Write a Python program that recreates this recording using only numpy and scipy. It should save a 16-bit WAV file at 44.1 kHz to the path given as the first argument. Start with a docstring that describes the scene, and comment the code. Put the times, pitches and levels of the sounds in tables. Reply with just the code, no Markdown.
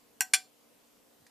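"""In a small quiet room, wooden chopsticks knock twice, close up, on a plastic tub over a bowl of noodles.
Each knock is a quick cluster of contacts: a snap, a dry crack and the short ring of tub and sticks,
thrown back by the table and the room. Near the end come a soft bump and a tiny tick of the sticks.
Underneath, a distant appliance hums faintly in soft room air."""
import sys
import numpy as np
from scipy import signal
from scipy.io import wavfile
from scipy.ndimage import uniform_filter1d

SR = 44100
rng = np.random.default_rng(int(sys.argv[2]) if len(sys.argv) > 2 else 0)


def wav_out(sig):
    """Save sig, one row per channel (or a flat mono array), as 16-bit PCM at SR to the path in sys.argv[1]."""
    wavfile.write(sys.argv[1], SR, np.round(np.clip(np.atleast_2d(sig).T, -1, 1) * 32767).astype(np.int16))


N = 57330


def knocks():
    """Each contact snaps, cracks and rings the tub and sticks; the spot struck sets the mix of modes."""
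    # stick meets tub: (time [s], ring [dB], crack [dB], snap [dB], spot struck [0 or 1])
    contacts = [(.2072, 1.6, -24, -11, 0), (.2192, -13, -38, -20, 0), (.3355, -17.5, -21, -20, 1),
                (.3367, 1.6, -29, -20, 1), (.3442, -14, -18.5, -7, 1)]
    # modes of tub and sticks: (frequency [Hz], t60 [s], level at spot 0 [dB], level at spot 1 [dB])
    tub_modes = [(748.6, 0.24, -46, -41), (1159, 0.073, -57.5, -36), (1544.6, 0.14, -28, -27),
                 (1905, .05, -33.5, -43), (2386, .045, -40, -17.5), (3411.5, 0.14, -52.5, -29.5),
                 (4260, 0.056, -37, -30.5), (4440, 0.11, -48, -31), (4486, .065, -53, -29.5),
                 (5738, 0.06, -26, -25), (7340, 0.15, -45.5, -30), (7116, 0.06, -32, -20),
                 (9110, 0.072, -34, -20), (9220, 0.11, -53.5, -40.5), (9980, 0.048, -33.5, -28)]
    stick_modes = [(1740, .006, -21.5, -20.5), (2090, 0.014, -36.5, -17.5), (2579, .003, -14, -17),
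                   (2890, 0.0035, -14.5, -21), (4850, 0.014, -51, -25.5), (7380, 0.0063, -10.5, -41),
                   (7617, .004, -4.5, -12), (8740, .04, -52, -27), (10649, 0.02, -45.5, -25),
                   (12160, .016, -23.5, -41)]
    # colour of the crack: (frequency [Hz], relative level at spot 0 [dB], at spot 1 [dB])
    crack_eq = [(100, -48, -35), (600, -32.5, -28.5), (864, 0.5, -6.5), (1070, -2, -2), (1360, -21.5, -8),
                (1650, 5, -1), (2700, -1.5, 3), (3855, -14.5, -1), (4600, -4, 6.5), (6453, 2.5, 4),
                (8500, -6, 5.5), (11000, 0.5, -2.5), (12230, -9.5, -7), (14500, -5, -8.5)]
    # colour of the snap at first touch: (frequency [Hz], relative level [dB])
    snap_eq = [(300, -32), (1500, -8.5), (6000, -6), (10000, 15.5), (14000, 10)]
    snap_hz, snap_decay_s, ring_rise_s = 7600, .00012, .0002
    radiate_hz = 480  # small objects radiate little below this
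    out, t = np.zeros(N), np.arange(SR // 2) / SR
    snap = colour(np.exp(-t / snap_decay_s) * np.cos(2 * np.pi * snap_hz * t), snap_eq)
    attack = 1 - np.exp(-t / ring_rise_s)
    for start, ring_db, crack_db, snap_db, spot in contacts:
        ring = np.zeros(len(t))
        for k, (hz, t60, *spot_db) in enumerate(sorted(tub_modes + stick_modes)):
            polarity = (-1) ** k
            ring += polarity * amp(spot_db[spot] - 60 * t / t60) * np.sin(2 * np.pi * hz * t)
        add(out, start, amp(ring_db) * ring * attack + amp(snap_db) * snap)
        add(out, start, amp(crack_db) * colour(crack(t, t60=.047), crack_eq, column=1 + spot))
    return signal.sosfilt(signal.butter(4, radiate_hz, "high", fs=SR, output="sos"), out)


def crack(t, t60):
    """A burst of dense, quickly damped vibration."""
    return rng.choice([-1., 1.], len(t)) * amp(-60 * t / t60)


def stick_tick(gain_db=-53.5):
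    """The sticks touch each other with a tiny dry crack."""
    # colour of the tick: (frequency [Hz], relative level [dB])
    tick_eq = [(200, -12.5), (1000, -6), (1450, -6), (1900, 7.5), (2600, -8.5), (5000, -1), (7500, -2.5),
               (10000, -1), (11500, -20), (15000, -30)]
    t = np.arange(SR // 4) / SR
    return amp(gain_db) * colour(crack(t, t60=.04), tick_eq)


def table_bump(gain_db=-66, rise_s=.009):
    """A soft bump on the table: low noise that swells and dies away."""
    # colour of the bump: (frequency [Hz], relative level [dB])
    bump_eq = [(20, -27), (60, -20), (90, 0), (130, -14), (250, -16), (800, -40), (4000, -67)]
    t = np.arange(SR // 4) / SR
    swell = t / rise_s * np.exp(1 - t / rise_s)
    return amp(gain_db) * colour(swell * rng.standard_normal(len(t)), bump_eq)


def room(x, predelay_s=.006, width=.24):
    """Direct sound, two reflections and a short, nearly mono tail."""
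    # early reflections: (delay [s], level [dB])
    echoes = [(.0075, -15), (.0145, -17)]
    # room tail: (frequency [Hz], t60 [s], level [dB])
    tail_bands = [(300, 0.26, -13), (900, .21, -12.5), (2000, 0.15, -14.5), (4500, 0.21, -14.5),
                  (9000, 0.18, -17.5), (14000, 0.22, -15)]
    length = SR // 2
    hz, times, noise = signal.stft(rng.standard_normal((2, length)), SR, nperseg=256)
    t60 = curve(tail_bands, hz)[:, None]
    decay = amp(curve(tail_bands, hz, column=2)[:, None] - 60 * times / t60)
    energy_trim = np.sqrt(2 * np.log(1000) / (t60 * SR))  # a longer decay adds no energy
    mid, side = signal.istft(noise * decay * energy_trim, SR, nperseg=256)[1][:, :length]
    response = np.zeros((2, length))
    response[:, 0] = 1  # direct sound
    for channel, sign in zip(response, (1, -1)):
        add(channel, predelay_s, mid + sign * width * side)
        for delay, db in echoes:
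            add(channel, delay, amp([db]))
    return signal.fftconvolve(x[None], response, axes=1)[:, :N]


def appliance_hum(waver_depth=.083, spread_rad=.7, waver_points=14):
    """Wavering motor lines of a distant appliance, widened by a left-right phase offset."""
    # motor lines: (frequency [Hz], rms level [dB])
    motor_lines = [(118, -88.5), (235.3, -77), (294, -75), (470.5, -80.5), (706, -83.5)]
    t, out = np.arange(N) / SR, np.zeros((2, N))
    for hz, db in motor_lines:
        drift = rng.standard_normal(waver_points) + 1j * rng.standard_normal(waver_points)
        waver = 1 + waver_depth * np.interp(t, np.linspace(0, t[-1], waver_points), drift)
        phase = 2 * np.pi * (hz * t + rng.random()) + spread_rad * np.array([[1], [-1]])
        out += amp(db) * unit((waver * np.exp(1j * phase)).real)
    return out


def air(level_db=-64, flicker_db=1.5):
    """Soft room noise and hiss, gently flickering and partly shared by both channels."""
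    # colour of the air: (frequency [Hz], relative level [dB])
    air_eq = [(25, -19.5), (50, -18), (90, -16.5), (160, -10), (230, -5.5), (330, -9.5), (470, -3.5),
              (700, -9), (1000, -9.5), (1500, -13.5), (2400, -15.5), (5000, -16), (10000, -17.5),
              (14400, -17)]
    # left-right likeness: (frequency [Hz], correlation [0-1])
    likeness = [(50, 0.5), (300, 0.6), (800, 0.1), (3000, 0.3), (12000, 0.4)]
    hz, _, (left, independent) = signal.stft(rng.standard_normal((2, N)), SR, nperseg=1024)
    shared = curve(likeness, hz)[:, None]
    right = shared * left + np.sqrt(1 - shared ** 2) * independent
    # smooth patches of level, across frequency and then time
    flicker = uniform_filter1d(rng.standard_normal(left.shape), size=14, axis=0)
    flicker = unit(uniform_filter1d(flicker, size=8, axis=1))
    spectrum = np.array([left, right]) * amp(curve(air_eq, hz)[:, None] + flicker_db * flicker)
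    return amp(level_db) * unit(signal.istft(spectrum, SR, nperseg=1024)[1][:, :N])


def amp(db):
    """Decibels to gain."""
    return 10 ** (np.asarray(db) / 20)


def unit(x):
    """Scales to rms 1."""
    return x / np.sqrt(np.mean(x ** 2) + 1e-20)


def curve(table, hz, column=1):
    """Interpolates one column of a table along log frequency."""
    columns = np.transpose(table)
    return np.interp(np.log(hz + 1), np.log(columns[0] + 1), columns[column])


def add(mix, start_s, sound):
    """Mixes a sound in at its start time."""
    part = mix[round(start_s * SR):][:len(sound)]
    part += sound[:len(part)]


def colour(x, eq, column=1):
    """Shapes a sound with an EQ curve, as a causal filter of unit energy."""
    hz = abs(np.fft.fftfreq(2048, 1 / SR))
    log_gain = np.log(amp(curve(eq, hz, column)))
    taps = np.fft.ifft(np.exp(np.conj(signal.hilbert(log_gain)))).real
    return signal.fftconvolve(x, taps / np.linalg.norm(taps))[:len(x)]


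def scene():
    """Knocks, bump and tick in the room, over its air and hum."""
    foley = knocks()
    add(foley, start_s=1.197, sound=table_bump())
    add(foley, start_s=1.2662, sound=stick_tick())
    return room(foley) + air() + appliance_hum()


def record(dry):
    """A steep high cut takes off the very top."""
    cutoff_hz = 14750
    lowpass = signal.firwin(255, cutoff_hz, window=("kaiser", 8), fs=SR)
    return signal.oaconvolve(dry, lowpass[None], "same")


dry = scene()
out = record(dry)
wav_out(out)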